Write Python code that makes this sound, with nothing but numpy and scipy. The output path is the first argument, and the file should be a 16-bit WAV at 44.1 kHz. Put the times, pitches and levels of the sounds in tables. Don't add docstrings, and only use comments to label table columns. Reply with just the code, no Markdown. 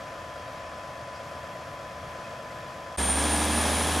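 import sys
import numpy as np
from scipy import signal
from scipy.fft import rfft, irfft
from scipy.io import wavfile
from scipy.ndimage import uniform_filter1d, map_coordinates

SR = 44100
rng = np.random.default_rng(int(sys.argv[2]) if len(sys.argv) > 2 else 0)


def waveform_to_disk(signal):
    frames = np.transpose(np.atleast_2d(signal))
    scaled = np.clip(frames, -1, 1) * 32767
    samples = np.round(scaled).astype(np.int16)
    wavfile.write(sys.argv[1], SR, samples)


N = 176400
CYLINDERS, IDLE_CYCLE_HZ = 6, 8.383


def idling_engine():
    cycles = turning(IDLE_CYCLE_HZ * (1 + .001 * walk(9)))
    force, block = knocks(cycles)
    return block + clatter(cycles, force) + gear_whine(cycles) + exhaust_rumble(cycles)


# place in the cycle from 0 to 1, relative level in dB,
# pitch in Hz, time to swell or die away in seconds.
KNOCKS = [(.015, -3, 637, 0.0024), (.078, 0, 607, .0045), (.15, -0.5, 590, 0.0025), (.225, -2, 622, 0.0028),
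          (.33, -.5, 620, 0.0018), (.39, -3, 603, 0.0026), (.465, -.5, 655, 0.0031),
          (.527, -5.5, 620, 0.0047), (.6, -1.5, 585, 0.0044), (.675, -5.5, 650, .0024),
          (.735, -6.5, 628, 0.0038), (.825, -3.5, 627, 0.0018), (.87, -3, 575, 0.0021),
          (.917, -5, 644, 0.0034)]

def knocks(cycles):
    jitter_s, scatter_db, sag_hz_per_s = .00018, 1.5, 21000
    force, sound = 0, 0
    for place, db, hz, length_s in KNOCKS:
        position = cycles - place + 1.5
        chance = rng.standard_normal((int(cycles[-1]) + 3, 2))[position.astype(int)]
        from_peak_s = (position % 1 - .5) / IDLE_CYCLE_HZ + jitter_s * chance[:, 0]
        blow = undb(db + scatter_db * chance[:, 1]) * np.exp(-(from_peak_s / length_s) ** 2)
        turns = hz * from_peak_s - sag_hz_per_s * from_peak_s ** 2 / 2 + rng.random()
        force += blow
        sound += blow * np.sin(2 * np.pi * turns)
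    return force, level(sound, -43.5)


# frequency in Hz, relative level in dB.
CLATTER_COLOUR = [(60, -32), (200, -7), (310, -2), (410, -7.5), (600, -3), (850, -2.5), (1200, 0.5),
                  (1500, -3.5), (1760, -5), (2050, -7.5), (2500, -9), (2900, -12.5), (3300, -13),
                  (4000, -17), (5100, -16), (7000, -21.5), (9300, -28.5), (11000, -32), (13500, -47)]
# pitch in Hz, rough width in Hz, level in dB.
COVER_RINGS = [(1745, 83, -60), (2530, 47, -68.5), (3260, 150, -67), (10060, 90, -78.5)]

def clatter(cycles, knock_force):
    pulses = 1 + .35 * np.exp(-(cycles * CYLINDERS % 1) / .24) + .13 * knock_force
    shaking = pulses * rattle(cycles, fresh_db=-.5) * undb(.28 * walk(5.1))
    return level(colour(shaking, CLATTER_COLOUR), -43.5) + ringing_metal(shaking, COVER_RINGS)


# time in seconds, firings per second.
FIRING_RATE = [(2.97, 69.7), (3.12, 70.2), (3.2, 72.5), (3.29, 74.4), (3.4, 74.8), (3.5, 74.9),
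               (3.62, 76.6), (3.75, 77.5), (3.88, 78.7), (4, 79.1)]
# time in seconds, gain in dB.
LOAD_GAIN = [(2.97, -1.5), (3.14, -2.5), (3.22, -0.5), (3.45, 0), (3.52, -1), (3.65, .5), (4, 0)]
# time in seconds, level in dB.
HUM_LEVEL = [(2.97, -38), (3.13, -48), (3.22, -35), (3.4, -34.5), (3.56, -35), (3.68, -48), (4, -42)]
SHAFT_ORDERS = [12, 16, 18, 22, 33, 45, 48, 57, 64, 66, 75, 81, 96, 136]
SHAFT_DB = [-47, -45, -45, -45, -47, -46, -46, -46, -44, -45, -45, -47, -49, -49]

def working_engine():
    firings = turning(curve(FIRING_RATE) * (1 + .001 * walk(15)))
    cycles = firings / CYLINDERS
    drone = engine_tone(cycles, CYLINDERS) * undb(-32.5 + .5 * walk(16))
    shafts = sum(level(engine_tone(cycles, order) * undb(3.5 * walk(9.7)), db)
                 for order, db in zip(SHAFT_ORDERS, SHAFT_DB))
    hum = engine_tone(cycles, 4 * CYLINDERS) * undb(curve(HUM_LEVEL))
    return drone + hum + (roar(firings) + shafts) * undb(curve(LOAD_GAIN) + .35 * walk(20))


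# frequency in Hz, relative level in dB.
ROAR_COLOUR = [(20, -16), (60, -9), (120, -5.5), (190, 0.5), (250, 2.5), (340, -2), (580, -0.5), (850, -1),
               (1180, -3), (1400, -5), (2200, -6.5), (2900, -9), (3800, -9), (4400, -13), (7000, -13),
               (8200, -15), (10500, -18.5), (12500, -24), (15000, -35)]
# pitch in Hz, rough width in Hz, level in dB before the load gain.
PANEL_RINGS = [(1670, 89, -48), (3284, 170, -48.5)]

def roar(firings):
    pulses = 1 + .47 * np.exp(-(firings % 1) / .3)
    bursts = pulses * rattle(firings / CYLINDERS, fresh_db=-5)
    return level(colour(bursts, ROAR_COLOUR), -28) + ringing_metal(bursts, PANEL_RINGS)


# time in seconds, pitch in Hz, level in dB.
TURBO_WHISTLE = [(2.98, 8995, -30), (3.11, 9050, -28), (3.2, 9135, -32), (3.32, 9230, -35),
                 (3.45, 9365, -35), (3.58, 9520, -35), (3.68, 9600, -43), (3.82, 9640, -38), (4, 9630, -45)]

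def turbo():
    wander_hz, flutter_db, rush_width_hz = 8, 2, 800
    angle = 2 * np.pi * turning(curve(TURBO_WHISTLE) + wander_hz * walk(120))
    blades = level(np.sin(angle) * undb(flutter_db * walk(45.1)), 0)
    air = noise() + 1j * noise()
    for cutoff_hz in (rush_width_hz / 2, rush_width_hz):
        air = signal.sosfilt(signal.butter(1, cutoff_hz, fs=SR, output="sos"), air)
    rush = np.real(air * np.exp(1j * angle))
    return blades * undb(curve(TURBO_WHISTLE, column=2)) + level(rush, -36) * undb(walk(17))


def gear_whine(cycles):
    return level(np.sin(2 * np.pi * 120 * cycles) * undb(.5 * walk(17)), -46.5)


# frequency in Hz, relative level in dB.
RUMBLE_COLOUR = [(20, -36), (35, -16), (55, -12), (82, 0.5), (105, -4), (145, -3.5), (220, -11.5),
                 (420, -21.5), (1500, -39)]
# time in seconds, gain in dB.
RUMBLE_GAIN = [(0, 0), (.7, -1), (1.2, -2), (1.42, 1), (1.68, -1.5), (1.9, 0.5), (2.95, -0.5)]

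def exhaust_rumble(cycles):
    rumble = colour(rattle(cycles, fresh_db=8.5), RUMBLE_COLOUR) * undb(walk(12))
    return level(rumble, -48) * undb(curve(RUMBLE_GAIN))


def scrape():
    t = np.arange(N) / SR
    peak_s, length_s = 1.163, .013
    return level(ring(noise(), hz=5000, width_hz=500), -53) * np.exp(-((t - peak_s) / length_s) ** 2)


def rattle(cycles, fresh_db):
    repeat_below_hz = 2360
    size = int(N / cycles[-1] / 2)
    one_cycle = level(irfft(np.exp(2j * np.pi * rng.random(size + 1))), 0)
    repeating = map_coordinates(one_cycle, [cycles % 1 * len(one_cycle)], mode="grid-wrap")
    repeat_share = 1 / (1 + undb(2 * fresh_db) + (np.fft.rfftfreq(N, 1 / SR) / repeat_below_hz) ** 2)
    return irfft(rfft(repeating) * np.sqrt(repeat_share) + rfft(noise()) * np.sqrt(1 - repeat_share), N)


def ringing_metal(shaking, rings):
    return sum(level(ring(ring(shaking, hz, 2 * width), hz, 2 * width), db) for hz, width, db in rings)


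def engine_tone(cycles, order):
    return level(np.sin(2 * np.pi * (order * cycles + rng.random())), 0)


def spread(x, width, lean):
    echo_samples = SR // 40
    scatter = rfft(rng.standard_normal(echo_samples) * np.hanning(echo_samples), N)
    middle = rfft(x)
    side = middle * gains(width) * scatter / np.abs(scatter)
    tilt = np.sqrt(gains(lean))
    return irfft(np.array([(middle + side) * tilt, (middle - side) / tilt]), N)


def undb(db):
    return 10 ** (np.asarray(db) / 20)


def level(x, db):
    return x * undb(db) / np.sqrt(np.mean(x ** 2))


def curve(rows, column=1):
    rows = np.array(rows)
    return np.interp(np.arange(N) / SR, rows[:, 0], rows[:, column])


def noise():
    return rng.standard_normal(N)


def walk(rate_hz):
    hold = max(int(SR / rate_hz), 1)
    steps = np.repeat(rng.standard_normal(N // hold + 1), hold)
    return level(uniform_filter1d(uniform_filter1d(steps, hold), hold)[:N], 0)


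def gains(points):
    hz, db = np.array(points).T
    return undb(np.interp(np.log(np.fft.rfftfreq(N, 1 / SR) + 1), np.log(hz), db))


def colour(x, points):
    return irfft(rfft(x) * gains(points), N)


def ring(x, hz, width_hz):
    return signal.lfilter(*signal.iirpeak(hz, hz / width_hz, fs=SR), x)


def lowpass(x, hz):
    return signal.sosfilt(signal.ellip(10, .1, 80, hz, fs=SR, output="sos"), x)


def turning(hz):
    return np.cumsum(hz) / SR


# frequency in Hz, side minus middle in dB.
IDLE_WIDTH = [(60, -34), (120, -35), (250, -23), (400, -17), (600, -22), (750, -17), (900, -8), (1010, -17),
              (1250, -13), (1600, -6), (2500, -9), (5000, -11), (10000, -9), (13000, -5)]
WORK_WIDTH = [(60, -29), (260, -26), (460, -11.5), (800, -18), (950, -12.5), (1200, -22.5), (1450, -11),
              (2100, -26.5), (4000, -20), (5500, -13), (8200, -12), (9200, -17.5), (12000, 0)]
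# frequency in Hz, left minus right in dB.
IDLE_LEAN = [(400, 0), (650, 1.7), (880, -.8), (1010, 3.4), (1400, .8), (3000, 1), (5000, .3)]
WORK_LEAN = [(60, -1.2), (220, -.3), (430, -2.5), (620, .5), (950, -.7), (2000, 0), (9800, 0), (12000, 5)]

def scene():
    t = np.arange(N) / SR
    cut_s, gap_s, fade_in_s = 2.967, .00517, .014
    idle = lowpass(spread(idling_engine() + scrape(), IDLE_WIDTH, IDLE_LEAN), hz=13350)
    work = spread(working_engine() + turbo(), WORK_WIDTH, WORK_LEAN)
    fade_out = np.clip((cut_s - t) / gap_s, 0, 1)
    fade_in = np.clip((t - cut_s - gap_s) / fade_in_s, 0, 1)
    return idle * fade_out + work * fade_in


def record(dry):
    return lowpass(dry, hz=15000)


dry = scene()
out = record(dry)
waveform_to_disk(out)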